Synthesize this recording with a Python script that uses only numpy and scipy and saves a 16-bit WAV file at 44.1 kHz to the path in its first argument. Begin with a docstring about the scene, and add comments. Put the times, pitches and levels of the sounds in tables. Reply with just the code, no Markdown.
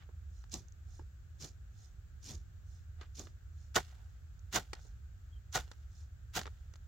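"""Open field: a short hoe chops dry, grassy soil, four strokes some way off, then four close by.
Blade strokes are shaped noise: stems tear, grit crunches, the steel rings and the ground thuds.
Bursts of noise make snapping stalks and roots and landing clods; grains of noise make loose soil.
Underneath lie a low rumble and faint air of filtered noise; a bird's two gliding sines sound once."""
import sys
import numpy as np
from scipy import signal
from scipy.fft import rfft, irfft, next_fast_len
from scipy.io import wavfile

SR = 44100
rng = np.random.default_rng(int(sys.argv[2]) if len(sys.argv) > 2 else 0)


def inscribe(sig):
    """Save sig as 16-bit PCM at rate SR to the path in sys.argv[1].

    A 1-D sig is mono; a 2-D sig holds one channel per row.
    Samples are clipped to [-1, 1] before scaling.
    """
    pcm = np.round(np.clip(np.atleast_2d(sig).T, -1, 1) * 32767)
    wavfile.write(sys.argv[1], SR, pcm.astype(np.int16))


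N = 302967
TIME_S = np.arange(N) / SR

# All table levels are relative: layer gains and filters follow.
# Hoe strokes; each layer scales swell_db and t60_s:
# bite_s, cutting_s (before the bite), swell_db, t60_s, grass_db, grit_db, ring_db, thud_db, root_snap_db
CHOPS = [ (0.5402, .021, 11.5, 0.2, -44, -58, -61, -45, -28),
         (1.443, 0.035, 4, 0.2, -50, -59, -62, -52.5, -46),
         (2.308, 0.066, 8.5, .24, -49.5, -60, -67, -50.5, -62),
         (3.1938, 0.039, 14, .25, -50, -62, -61.5, -50, -38),
         (3.7614, 0.015, 18, .11, -42, -27.5, -23.5, -37, -25.5),
         (4.560, 0.029, 8, .14, -42.5, -32, -30, -37.5, -34),
         (5.554, .027, 20.5, 0.17, -40.5, -33, -31, -45.5, -29),
         (6.368, 0.029, 15.5, .16, -65, -33.5, -38.5, -43.5, -47)]
# Clods and small stones landing: start_s, level_db, t60_s, dull_above_hz, hop_db (re first landing)
CLODS = [ (0.090, -58.5, 0.046, 1100, -16), (0.44, -49.5, .008, 4400, -30), (0.994, -45, 0.029, 680, -12),
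         (3.012, -49, .06, 3600, -14), (3.270, -54, 0.036, 3100, -20), (4.732, -36.5, 0.029, 6440, -17),
         (4.850, -57.5, 0.056, 500, -13), (5.678, -59, .018, 4900, -20), (5.715, -48, 0.028, 7000, -17),
         (6.414, -39, .018, 5000, -8), (6.456, -41, 0.028, 2180, -3.5), (6.467, -45.5, 0.021, 4500, -25),
         (6.738, -55, .02, 7000, -2)]
# Loose soil sliding as the blade is drawn back: middle_s, level_db
SLIDES = [(0.387, -70), (0.948, -65.5), (1.826, -63.5), (2.745, -67), (3.621, -68.5), (4.83, -64.5),
          (5.984, -64.5)]
# Loose soil spilling over the ground: middle_s, half_length_s, level_db
SPILLS = [(0.01, .025, -63.5), (3.028, 0.022, -58.5), (4.003, 0.036, -73), (4.775, 0.011, -60)]
# Bent stalks springing back: start_s
SPRING_STARTS = [0.496, 0.684, 0.722, 4.393, 6.761]
# Bird notes: middle_s, top_pitch_hz, level_db
BIRD_NOTES = [(5.335, 3270, -66.5), (5.368, 3180, -68)]
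# Resonances of blade and handle, damped by the soil: pitch_hz, width_hz, level_db
HOE_MODES = [(352, 48, -5.5), (480, 61, -1), (589, 48, 1), (733.4, 52, 8), (881, 55, 2.5), (1084, 50, -2),
             (1289, 90, 0.5), (1477, 90, 3), (1887, 94, -2), (2010, 74, -7.5), (2210, 42, -11.5),
             (3040, 140, -15.5), (3630, 61, -4.5), (3860, 34, -17.5)]
# Narrow treble colours of strokes and slides, as heard at the hand-held microphone:
# pitch_hz, width_hz, level_db
TREBLE_COLOURS = [(3564, 51, -4), (4140, 187, -1.5), (5270, 77, 1), (5940, 100, 4.5), (6450, 163, 3),
                  (7050, 48, 3.5), (7680, 112.7, -15.5), (8260, 76, -6.5)]
# Spectrum of stems and stalks: pitch_hz, level_db (per Hz)
GRASS_SPECTRUM = [(500, -59.5), (2300, -10), (3200, -7.5), (4500, -2), (5700, 1), (6700, 1), (7300, -2),
                  (8300, -18.5), (10500, -16.5), (16000, -21.5)]
# Spectrum of crunching grit: pitch_hz, level_db (per Hz)
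GRIT_SPECTRUM = [(120, -7), (350, -17.5), (1000, -4), (1500, 0.5), (2500, -4), (3200, -0.5), (4500, -4),
                 (7000, -2.5), (7700, -9), (9200, -17), (16000, -15.5)]
# Spectrum of the ground's thud: pitch_hz, level_db (per Hz)
THUD_SPECTRUM = [(40, -30), (100, 0.5), (150, 3), (205, 1), (270, -2), (360, -3.5), (520, -14), (1000, -18),
                 (3000, -48)]
# Spectrum of shattering clods: pitch_hz, level_db (per Hz)
CLOD_SPECTRUM = [(80, -17), (200, -6), (420, 2.5), (600, -6.5), (900, -3.5), (1500, -2), (2500, -8),
                 (3500, -6), (7000, -5), (9000, -18.5), (16000, -12.5)]
# Spectrum of the low rumble: pitch_hz, level_db (per Hz)
RUMBLE_SPECTRUM = [(11, -49.5), (18, -35.5), (21, -36.5), (41, -6), (70, 0), (85, -3), (129, -16.5),
                   (151, -24), (184, -29), (209, -33.5), (293, -44.5), (400, -57), (520, -64.5),
                   (880, -120)]
# Spectrum of the field air: pitch_hz, level_db (per Hz)
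AIR_SPECTRUM = [(200, -6.5), (350, 0.5), (550, -5), (750, -4.5), (980, -11), (1300, -1), (1580, 0.5),
                (2050, -9), (3000, -10.5), (5300, -14), (7100, -8), (7800, -13.5), (9300, -39),
                (12500, -18), (15000, -16.5)]
# Response of the left microphone port: pitch_hz, level_db
LEFT_PORT = [(3000, 0), (5400, 0), (6100, -2), (6700, -3.5), (7750, 4.5), (8300, 1.5), (9500, -2),
             (13000, -1)]
# Response of the right microphone port: pitch_hz, level_db
RIGHT_PORT = [(3000, 0), (4800, 0), (6000, 0), (6900, 2), (7500, -4.5), (8300, 0), (10000, 1.5), (13000, 0)]

RUMBLE_DB, AIR_DB = -50, -72
NOTE_HALF_S, NOTE_SAG_HZ = 0.0077, 30
SLIDE_HALF_S, SPILL_DULL_HZ = 0.049, 3240
# Clod broken off by each stroke: delay after the bite, level re grit, decay, treble limit, hop re landing
BREAK_AFTER_S, BREAK_DB, BREAK_T60_S, BREAK_DULL_HZ, BREAK_HOP_DB = 0.023, -2.5, 0.019, 2200, -14.5
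HOP_S = 0.019           # from landing to second landing
SNAP_HZ, SNAP_WIDTH_HZ, SNAP_T60_S = 6480, 700, 0.013
FIRST_STALK_DB = -6     # re grass level of the stroke
SPRING_DB = -60
# Short reflection at the microphone: lags (left, right) during far and close strokes, level
FAR_LAGS_S, CLOSE_LAGS_S, REFLECTION_DB = (0.0025, 0.00169), (0.00141, 0.0021), -13
CLOSE_FROM_S = 3.55     # listener beside the hoe from here on
CUTOFF_HZ = 15900


def from_db(db):
    """Decibels to gain."""
    return 10 ** (np.asarray(db) / 20)


def rms_one(x):
    """Scale to unit power."""
    return x / np.sqrt(np.mean(x ** 2) + 1e-20)


def colour(x, spectrum):
    """Causal minimum-phase filter that follows a spectrum and keeps the power of white noise."""
    size = next_fast_len(N + SR // 2, True) // 2 * 2
    hz, db = np.transpose(sorted(spectrum))
    grid_hz = np.maximum(np.arange(size // 2 + 1) * SR / size, 1)
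    gain = rms_one(from_db(np.interp(np.log(grid_hz), np.log(hz), db)))
    cepstrum = irfft(np.log(gain))
    # fold the cepstrum onto positive time: minimum phase
    cepstrum[1:size // 2] *= 2
    cepstrum[size // 2 + 1:] = 0
    return irfft(rfft(x, size) * np.exp(rfft(cepstrum)))[..., :N]


def dulled(x, hz):
    """Soft soil swallows the treble: second-order low-pass."""
    low_pass = signal.butter(2, min(hz, SR / 3), fs=SR, output="sos")
    return signal.sosfilt(low_pass, x)


def resonate(drive, modes):
    """Parallel two-pole resonances; keeps the power of white noise."""
    out, power = 0, 0
    for k, (hz, width_hz, db) in enumerate(modes):
        r = np.exp(-np.pi * width_hz / SR)
        zeros = np.array([1, 0, -1]) * (1 - r * r) / 2
        poles = [1, -2 * r * np.cos(2 * np.pi * hz / SR), r * r]
        mode = signal.lfilter(zeros, poles, drive)
        out = out + (-1) ** k * from_db(db) * mode
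        power += from_db(db) ** 2 * (1 - r)
    return out / np.sqrt(power)


def pan(x, right_db):
    """Level difference that leans a sound to the right."""
    return x * from_db(right_db * np.array([[-0.5], [0.5]]))


def noise(likeness):
    """White noise in two partly alike channels."""
    mid, side = rng.standard_normal((2, N))
    alike = np.clip(likeness, -1, 1)
    signs = np.array([[1], [-1]])
    return np.sqrt((1 + alike) / 2) * mid + np.sqrt((1 - alike) / 2) * side * signs


def grains(per_s, spread_db, likeness):
    """Tiny fractures of uneven size at random moments, in both channels."""
    born = rng.random(N) < per_s / SR
    sizes = from_db(spread_db * np.minimum(rng.exponential(1, N), 4))
    return rms_one(born * sizes * noise(likeness))


def crumbling(depth_db, clump_s):
    """Soil gives way in fits: gain wanders between random values clump_s x 0.5 to 2 apart."""
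    knots_s = np.cumsum(rng.uniform(0.5, 2, N // 20)) * max(clump_s, 0.001)
    fits = np.interp(TIME_S, knots_s, rng.uniform(-1.25, 1, len(knots_s)))
    return rms_one(from_db(depth_db * fits))


def crunch(drive, spectrum, depth_db, clump_s):
    """Three coarser bands each come in fits of their own; the finest remainder does not."""
    rest, out = colour(drive, spectrum), 0
    for hz in (1600, 3600, 7600):
        low_pass = signal.butter(2, hz, fs=SR, output="sos")
        coarser = signal.sosfiltfilt(low_pass, rest)
        out = out + coarser * crumbling(depth_db, clump_s)
        rest = rest - coarser
    return out + rest


def treble_grains(per_s, spread_db):
    """Narrow treble colours as heard at the hand-held microphone; each has its own train of grains."""
    out = 0
    for hz, width_hz, db in TREBLE_COLOURS:
        train = grains(per_s, spread_db, likeness=0.37)
        out = out + from_db(db) * resonate(train, [(hz, width_hz, 0)])
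    return rms_one(out)


def burst(s, db, t60_s):
    """Sudden start, exponential decay."""
    return (TIME_S >= s) * from_db(db - 60 * np.clip((TIME_S - s) / t60_s, 0, 3))


def swell(s, half_s):
    """Gaussian rise and fall about one moment."""
    return np.exp(-0.5 * np.minimum(((TIME_S - s) / half_s) ** 2, 100))


def stroke_force(levels_db, late_s, hold_s, steeper, fade_scale, touch_db=30):
    """Each stroke swells from first touch to deepest bite, holds briefly and dies as the blade stops."""
    out = np.zeros(N)
    for (bite_s, cutting_s, swell_db, t60_s, *_), level_db in zip(CHOPS, levels_db):
        t = TIME_S - bite_s - late_s
        rise_db = steeper * swell_db * np.minimum(t, 0) / cutting_s
        first_touch_db = touch_db * np.minimum(t / cutting_s + 1, 0)  # slow strokes brush in slowly
        fade_db = -60 * np.maximum(t - hold_s, 0) / (t60_s * fade_scale)
        out += from_db(np.maximum(level_db + rise_db + first_touch_db + fade_db, -200))
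    return out


def field():
    """Rumble reaches both ears nearly alike; faint air is diffuse."""
    rumble = from_db(RUMBLE_DB) * colour(noise(likeness=0.93), RUMBLE_SPECTRUM)
    air = from_db(AIR_DB) * colour(noise(likeness=0.0069), AIR_SPECTRUM)
    return pan(rumble, right_db=2.2) + air


def bird():
    """Thin, far whistle of two short notes, each a small arch in pitch."""
    out = 0
    for s, top_hz, db in BIRD_NOTES:
        hz = top_hz - NOTE_SAG_HZ * np.minimum(((TIME_S - s) / NOTE_HALF_S) ** 2, 9)
        whistle = np.sin(2 * np.pi * np.cumsum(hz) / SR)
        out = out + from_db(db) * swell(s, NOTE_HALF_S) * whistle
    return out


def loose_soil():
    """Crumbs trickle after each stroke, spill now and then, and slide as the blade is drawn back."""
    trickle = sum(burst(s, grit_db - 33, t60_s=1.1) for s, _, _, _, _, grit_db, *_ in CHOPS)
    spill = sum(from_db(db) * swell(s, half_s) for s, half_s, db in SPILLS)
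    slide = sum(from_db(db) * swell(s, SLIDE_HALF_S) for s, db in SLIDES)
    crumb_grains = grains(per_s=3600, spread_db=0.5, likeness=0.39)
    crumbs = crunch(crumb_grains, GRIT_SPECTRUM, depth_db=7.0, clump_s=0.0079)
    on_blade = resonate(grains(per_s=400, spread_db=3.5, likeness=0.4), HOE_MODES)
    rustle = colour(grains(per_s=3000, spread_db=2.0, likeness=0.5), GRASS_SPECTRUM)
    treble = treble_grains(per_s=250, spread_db=2.5)
    trickling = trickle * (crumbs + from_db(-6.5) * on_blade)
    spilling = spill * (dulled(crumbs, SPILL_DULL_HZ) + from_db(-5) * on_blade)
    sliding = slide * (from_db(-9) * rustle + from_db(-5.5) * treble + from_db(-17.5) * on_blade)
    return trickling + spilling + sliding


def clods():
    """A clod shatters as it lands, hops once and jars the blade; each has its own treble limit."""
    broken_off = [(s + BREAK_AFTER_S, grit_db + BREAK_DB, BREAK_T60_S, BREAK_DULL_HZ, BREAK_HOP_DB)
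                  for s, _, _, _, _, grit_db, *_ in CHOPS]
    shatter, knocks = noise(likeness=0.54), 0
    for s, db, t60_s, dull_hz, hop_db in [*broken_off, *CLODS]:
        landings = burst(s, db, t60_s) + burst(s + HOP_S, db + hop_db, t60_s)
        makeup = (1 + 4000 / dull_hz) ** 0.5  # dull knocks pack their energy into a narrow band
        knocks = knocks + makeup * dulled(landings * shatter, dull_hz)
    soil = from_db(1.0) * colour(knocks, CLOD_SPECTRUM)
    return soil + from_db(-15.5) * resonate(knocks, HOE_MODES)


def snaps():
    """A stalk cracks at first touch, a root at the deepest bite; bent stalks spring back at set moments."""
    force = sum(burst(s, SPRING_DB, SNAP_T60_S) for s in SPRING_STARTS)
    for s, cutting_s, _, _, grass_db, *_, root_db in CHOPS:
        stalk = burst(s - cutting_s, grass_db + FIRST_STALK_DB, SNAP_T60_S)
        root = burst(s, root_db, SNAP_T60_S)
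        force = force + stalk + root
    cracks = colour(force * noise(likeness=0.59), GRASS_SPECTRUM)
    pitched = resonate(cracks, [(SNAP_HZ, SNAP_WIDTH_HZ, 0)])
    return from_db(-4.5) * cracks + from_db(-10.0) * pitched


def chops():
    """Stems tear, grit crunches on the steel, the blade rings and the ground takes the weight."""
    *_, grass_db, grit_db, ring_db, thud_db, _ = np.transpose(CHOPS)
    fits = crumbling(depth_db=3.5, clump_s=0.002)
    tearing = stroke_force(grass_db, late_s=-0.0014, hold_s=0.00276, steeper=0.84,
                           fade_scale=0.95, touch_db=37.5)
    crushing = stroke_force(grit_db, late_s=0, hold_s=0.00077, steeper=1.26, fade_scale=0.87, touch_db=44)
    striking = stroke_force(ring_db, late_s=-0.00046, hold_s=0.0059, steeper=3.38, fade_scale=0.6)
    pressing = stroke_force(thud_db, late_s=-0.00088, hold_s=0.0063, steeper=2.4, fade_scale=1.0)

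    stem_grains = grains(per_s=9600, spread_db=1.0, likeness=0.68)
    stems = crunch(stem_grains, GRASS_SPECTRUM, depth_db=5, clump_s=0.005)
    treble = treble_grains(per_s=570, spread_db=0.5)
    grass = fits * tearing * (from_db(-3) * stems + from_db(-5.5) * treble)

    grit_grains = grains(per_s=16000, spread_db=2.2, likeness=0.57)
    grit = crunch(fits * crushing * grit_grains, GRIT_SPECTRUM, depth_db=0.5, clump_s=0.0044)
    ring = resonate(fits * striking * noise(likeness=0.78), HOE_MODES)
    thud = colour(pressing * noise(likeness=0.89), THUD_SPECTRUM)
    return grass + grit + ring + thud


def near_the_microphone(x):
    """Short reflection off the hands and microphone body ripples the spectrum, differing on each side."""
    reflections = []
    for side, far_s, close_s in zip(x, FAR_LAGS_S, CLOSE_LAGS_S):
        lag_s = np.where(TIME_S < CLOSE_FROM_S, far_s, close_s)
        reflections.append(np.interp(TIME_S - lag_s, TIME_S, side))
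    return x + from_db(REFLECTION_DB) * np.array(reflections)


def scene():
    """Digging a little to the right; the open field adds no reverberation."""
    digging = near_the_microphone(chops() + snaps() + clods() + loose_soil())
    return pan(digging, right_db=2.3) + bird() + field()


def record(dry):
    """Microphone ports colour the treble; a steep low-pass cuts the top."""
    heard = np.array([colour(side, port) for side, port in zip(dry, (LEFT_PORT, RIGHT_PORT))])
    low_pass = signal.ellip(10, 0.2, 80, CUTOFF_HZ, fs=SR, output="sos")
    return signal.sosfilt(low_pass, heard)


dry = scene()
out = record(dry)
inscribe(out)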